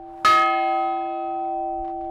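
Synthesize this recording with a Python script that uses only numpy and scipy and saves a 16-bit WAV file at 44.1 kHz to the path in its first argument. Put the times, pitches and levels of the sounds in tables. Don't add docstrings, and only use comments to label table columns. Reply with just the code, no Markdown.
import sys
import numpy as np
from scipy import signal
from scipy.fft import rfft, irfft
from scipy.io import wavfile

SR = 44100
rng = np.random.default_rng(int(sys.argv[2]) if len(sys.argv) > 2 else 0)


def log_audio(samples):
    frames = np.atleast_2d(samples).T
    limited = np.clip(frames, -1, 1)
    pcm = np.round(limited * 32767).astype(np.int16)
    wavfile.write(sys.argv[1], SR, pcm)


N = 92610
TIME_S = np.arange(N) / SR
BIN_HZ = np.fft.rfftfreq(N, 1 / SR)
STRIKE_S, CONTACT_S = .2474, .0002


def gain_of(db):
    return 10 ** (np.asarray(db) / 20)


def read(points, hz):
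    pitches_hz, values = np.transpose(points)
    return np.interp(np.log(hz + 1), np.log(pitches_hz + 1), values)


def curve(points):
    return np.interp(TIME_S, *np.transpose(points))


def noise(colour):
    x = irfft(rfft(rng.standard_normal(N)) * gain_of(read(colour, BIN_HZ)), N)
    return x / np.std(x)


def narrow(hz, width_hz):
    x = irfft(rfft(rng.standard_normal(N)) / (1 + ((BIN_HZ - hz) / width_hz * 2) ** 2), N)
    return x / np.std(x)


def low_hum():
    return gain_of(-69.5) * narrow(hz=123, width_hz=3.4)


# pitch_hz, level_db
YARD_COLOUR = [(40, -7), (120, -7), (250, -14), (500, -12), (900, -6.5), (2000, -23), (4000, -32.5),
               (8000, -54.5), (16000, -64.5)]
HISS_COLOUR = [(2500, -22.5), (5000, 1), (10000, -1), (16000, -5.5)]
WIND_COLOUR = [(15, -4), (30, 3.5), (55, -6.5), (100, -15), (250, -61), (1000, -91.5)]
# time_s, level_db
YARD_LEVELS = [(0, -59.5), (.1, -54), (.22, -52.5), (.55, -56.5), (.75, -54.5), (.95, -56.5), (1.1, -60),
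               (1.7, -61.5), (1.95, -62.5), (2.1, -59)]
HISS_LEVELS = [(0, -91), (.12, -78), (.21, -72), (.54, -70), (.78, -69.5), (.87, -72.5), (.95, -84.5),
               (1.06, -91), (1.55, -87.5), (1.7, -91), (2.1, -93)]
WIND_LEVELS = [(0, -58), (.12, -53.5), (.25, -59), (.45, -58), (.9, -71), (1.5, -62), (1.6, -50),
               (1.72, -52.5), (1.81, -39.5), (1.88, -54), (2.1, -46)]


def outdoor_air():
    layers = [(YARD_LEVELS, YARD_COLOUR), (HISS_LEVELS, HISS_COLOUR), (WIND_LEVELS, WIND_COLOUR)]
    return sum(gain_of(curve(levels)) * noise(colour) for levels, colour in layers)


# pitch_hz, width_hz, relative_db
AXLE_RESONANCES = [(1158, 5, 4), (1405, 15, 0), (2200, 60, -4), (3700, 200, -15), (4800, 400, -17)]


def axle_squeak(centre_s=1.43, spread_s=.08, level_db=-67):
    rub = np.exp(-.5 * ((TIME_S - centre_s) / spread_s) ** 2)
    return rub * sum(gain_of(level_db + db) * narrow(hz, width) for hz, width, db in AXLE_RESONANCES)


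# peak_s, level_db
YOKE_KNOCKS = [(0.176, -53.5), (0.70, -59), (0.725, -57.5), (0.79, -57), (0.95, -64), (1.8458, -49.5),
               (1.879, -52.5), (1.897, -59), (2.009, -53), (2.0425, -56)]
# pitch_hz, level_db
IRON_COLOUR = [(300, -4.5), (600, -2), (1050, 5), (1500, -2), (2600, -8.5), (4500, -19), (7000, -32.5),
               (16000, -59.5)]


def yoke_knocks(rise_s=.003, t60_s=.15):
    envelope = np.zeros(N)
    for peak_s, db in YOKE_KNOCKS:
        rise = np.clip((TIME_S - peak_s) / rise_s + 1, 0, 1)
        envelope += rise * gain_of(db - 60 * np.maximum(TIME_S - peak_s, 0) / t60_s)
    return envelope * noise(IRON_COLOUR)


# pitch_hz, level_db
CLANG_COLOUR = [(60, -18), (150, -15.5), (400, -12.5), (1000, -10), (2500, 5), (5000, -13.5), (9000, -19),
                (16000, -49)]
# pitch_hz, t60_s
CLANG_DECAY = [(60, .6), (400, .5), (1500, 0.5), (5000, 0.23), (16000, .25)]


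def clapper_clang(level_db=-23.5):
    hz, frame_s, bands = signal.stft(noise(CLANG_COLOUR), SR, nperseg=512)
    decay = gain_of(-60 * np.maximum(frame_s - STRIKE_S, 0) / read(CLANG_DECAY, hz)[:, None])
    clang = signal.istft(bands * decay, SR, nperseg=512)[1][:N]
    return gain_of(level_db) * clang * np.clip((TIME_S - STRIKE_S) / CONTACT_S, 0, 1)


# pitch_hz, level_db, swell_db_per_s
LINGERING_MODES = [(338.4, -40.5, -2.5), (624, -49, 12), (770.4, -37.5, 2)]


def lingering_tones():
    tones = np.zeros(N)
    for hz, db, swell in LINGERING_MODES:
        envelope = gain_of(db + swell * np.minimum(TIME_S, STRIKE_S))
        tones += envelope * np.sin(2 * np.pi * (hz * TIME_S + rng.random()))
    return tones


def ring(hz, db, t60_s, age_s, lead_turns=0):
    return gain_of(db - 60 * age_s / t60_s) * np.sin(2 * np.pi * (hz * age_s + lead_turns))


# pitch_hz, level_db, t60_s, twin_pitch_hz,
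# twin_level_db, twin_t60_s, twin_lead_turns, lean_db, lean_squared_db
# The 3803 Hz tone is a harsh clipping overtone of the strike note.
PAIRED_TONES = [(339.01, -31.68, 40.0, 338.45, -44.61, 40.0, 0.21, -1.74, 1.2),
                (625.5, -28.87, 14.16, 624.68, -44.47, 21.55, 0.16, 0.0, 0.0),
                (766.17, -19.29, 12.6, 767.31, -21.46, 4.38, 0.46, -1.08, -1.03),
                (1006.97, -41.4, 5.62, 1007.93, -40.19, 3.29, 0.51, 0.0, 0.0),
                (1266.78, -10.68, 1.75, 1268.89, -27.48, 2.53, 0.73, 0.0, 0.0),
                (1681.25, -34.3, 1.66, 1677.91, -35.84, 1.19, 0.48, -1.06, -1.37),
                (1704.66, -23.58, 1.28, 1698.35, -18.94, 0.84, 0.99, -7.42, 0.69),
                (1725.48, -25.24, 1.19, 1723.35, -14.55, 0.75, 0.54, -7.83, 0.58),
                (1881.53, -30.73, 0.64, 1886.65, -42.97, 1.12, 0.26, -7.16, 12.0),
                (2147.46, -20.01, 1.33, 2146.88, -23.09, 1.53, 0.37, 0.0, 0.0),
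                (2409.07, -39.48, 1.5, 2408.02, -42.12, 1.33, 0.32, -8.52, 0.22),
                (2455.64, -66.84, 7.07, 2454.43, -59.96, 3.9, 0.25, 6.4, -0.44),
                (2574.61, -22.22, 1.67, 2572.91, -30.38, 1.48, 0.56, -8.89, -0.32),
                (2893.51, -38.42, 2.16, 2892.0, -55.94, 3.73, 0.56, 2.28, -3.7),
                (3336.47, -42.83, 3.29, 3335.65, -50.52, 3.83, 0.79, 4.92, 0.3),
                (4131.16, -39.23, 1.79, 4129.7, -59.42, 2.29, 0.6, -0.72, -1.83),
                (4240.69, -47.92, 1.03, 4238.67, -28.67, 0.96, 0.84, 3.06, -12.0),
                (4503.3, -27.46, 0.92, 4501.68, -37.18, 1.15, 0.66, -12.0, -6.7),
                (3803.06, -22.64, 1.04, 3799.63, -29.65, 1.12, 0.26, -12.0, -8.13),
                (4977.33, -41.11, 0.87, 4967.13, -46.38, 1.54, 0.74, -2.56, -10.3)]
# pitch_hz, level_db, t60_s
LONE_MODES = [(3095.1, -29.5, 1.25), (3683, -42, .5), (5520, -60, 1.3), (5810, -62, 1), (6508, -55, .4)]
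# pitch_hz, level_db, t60_s, lead_turns
THIRD_MODES = [(623.33, -42.81, 40.0, 0.03), (1006.27, -58.9, 40.0, 0.67), (1267.52, -17.17, 1.73, 0.2),
               (2151.74, -62.12, 7.36, 0.41)]


def bell(swing_period_s=2.2, swing_end_s=.45, swing_m=.05, bloom_db=1, bloom_s=.15):
    lean = np.cos(2 * np.pi * (TIME_S - swing_end_s) / swing_period_s)
    age_s = np.maximum(TIME_S - STRIKE_S, 0)
    struck = np.minimum(age_s / CONTACT_S, 1)
    age_s = age_s - swing_m / 343 * (lean - lean[round(STRIKE_S * SR)])
    tones = np.zeros(N)
    for hz, db, t60, twin_hz, twin_db, twin_t60, lead, lean_db, lean_squared_db in PAIRED_TONES:
        beam = gain_of(lean_db * lean + lean_squared_db * lean ** 2)
        tones += beam * (ring(hz, db, t60, age_s) + ring(twin_hz, twin_db, twin_t60, age_s, lead))
    tones += sum(ring(hz, db, t60, age_s) for hz, db, t60 in LONE_MODES)
    tones += sum(ring(hz, db, t60, age_s, lead) for hz, db, t60, lead in THIRD_MODES)
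    bloom = gain_of(bloom_db * np.exp(-age_s / bloom_s))
    return struck * bloom * tones + (1 - struck) * lingering_tones()


def scene():
    return (bell() + clapper_clang() + yoke_knocks() + axle_squeak() + outdoor_air() + low_hum())[None]


def record(dry, clip_level=.26, cutoff_hz=15900):
    clipped = np.clip(dry, -clip_level, clip_level)
    lowpass = signal.firwin(511, cutoff_hz, window=("kaiser", 9), fs=SR)
    return signal.oaconvolve(clipped, lowpass[None], "same")


dry = scene()
out = record(dry)
log_audio(out)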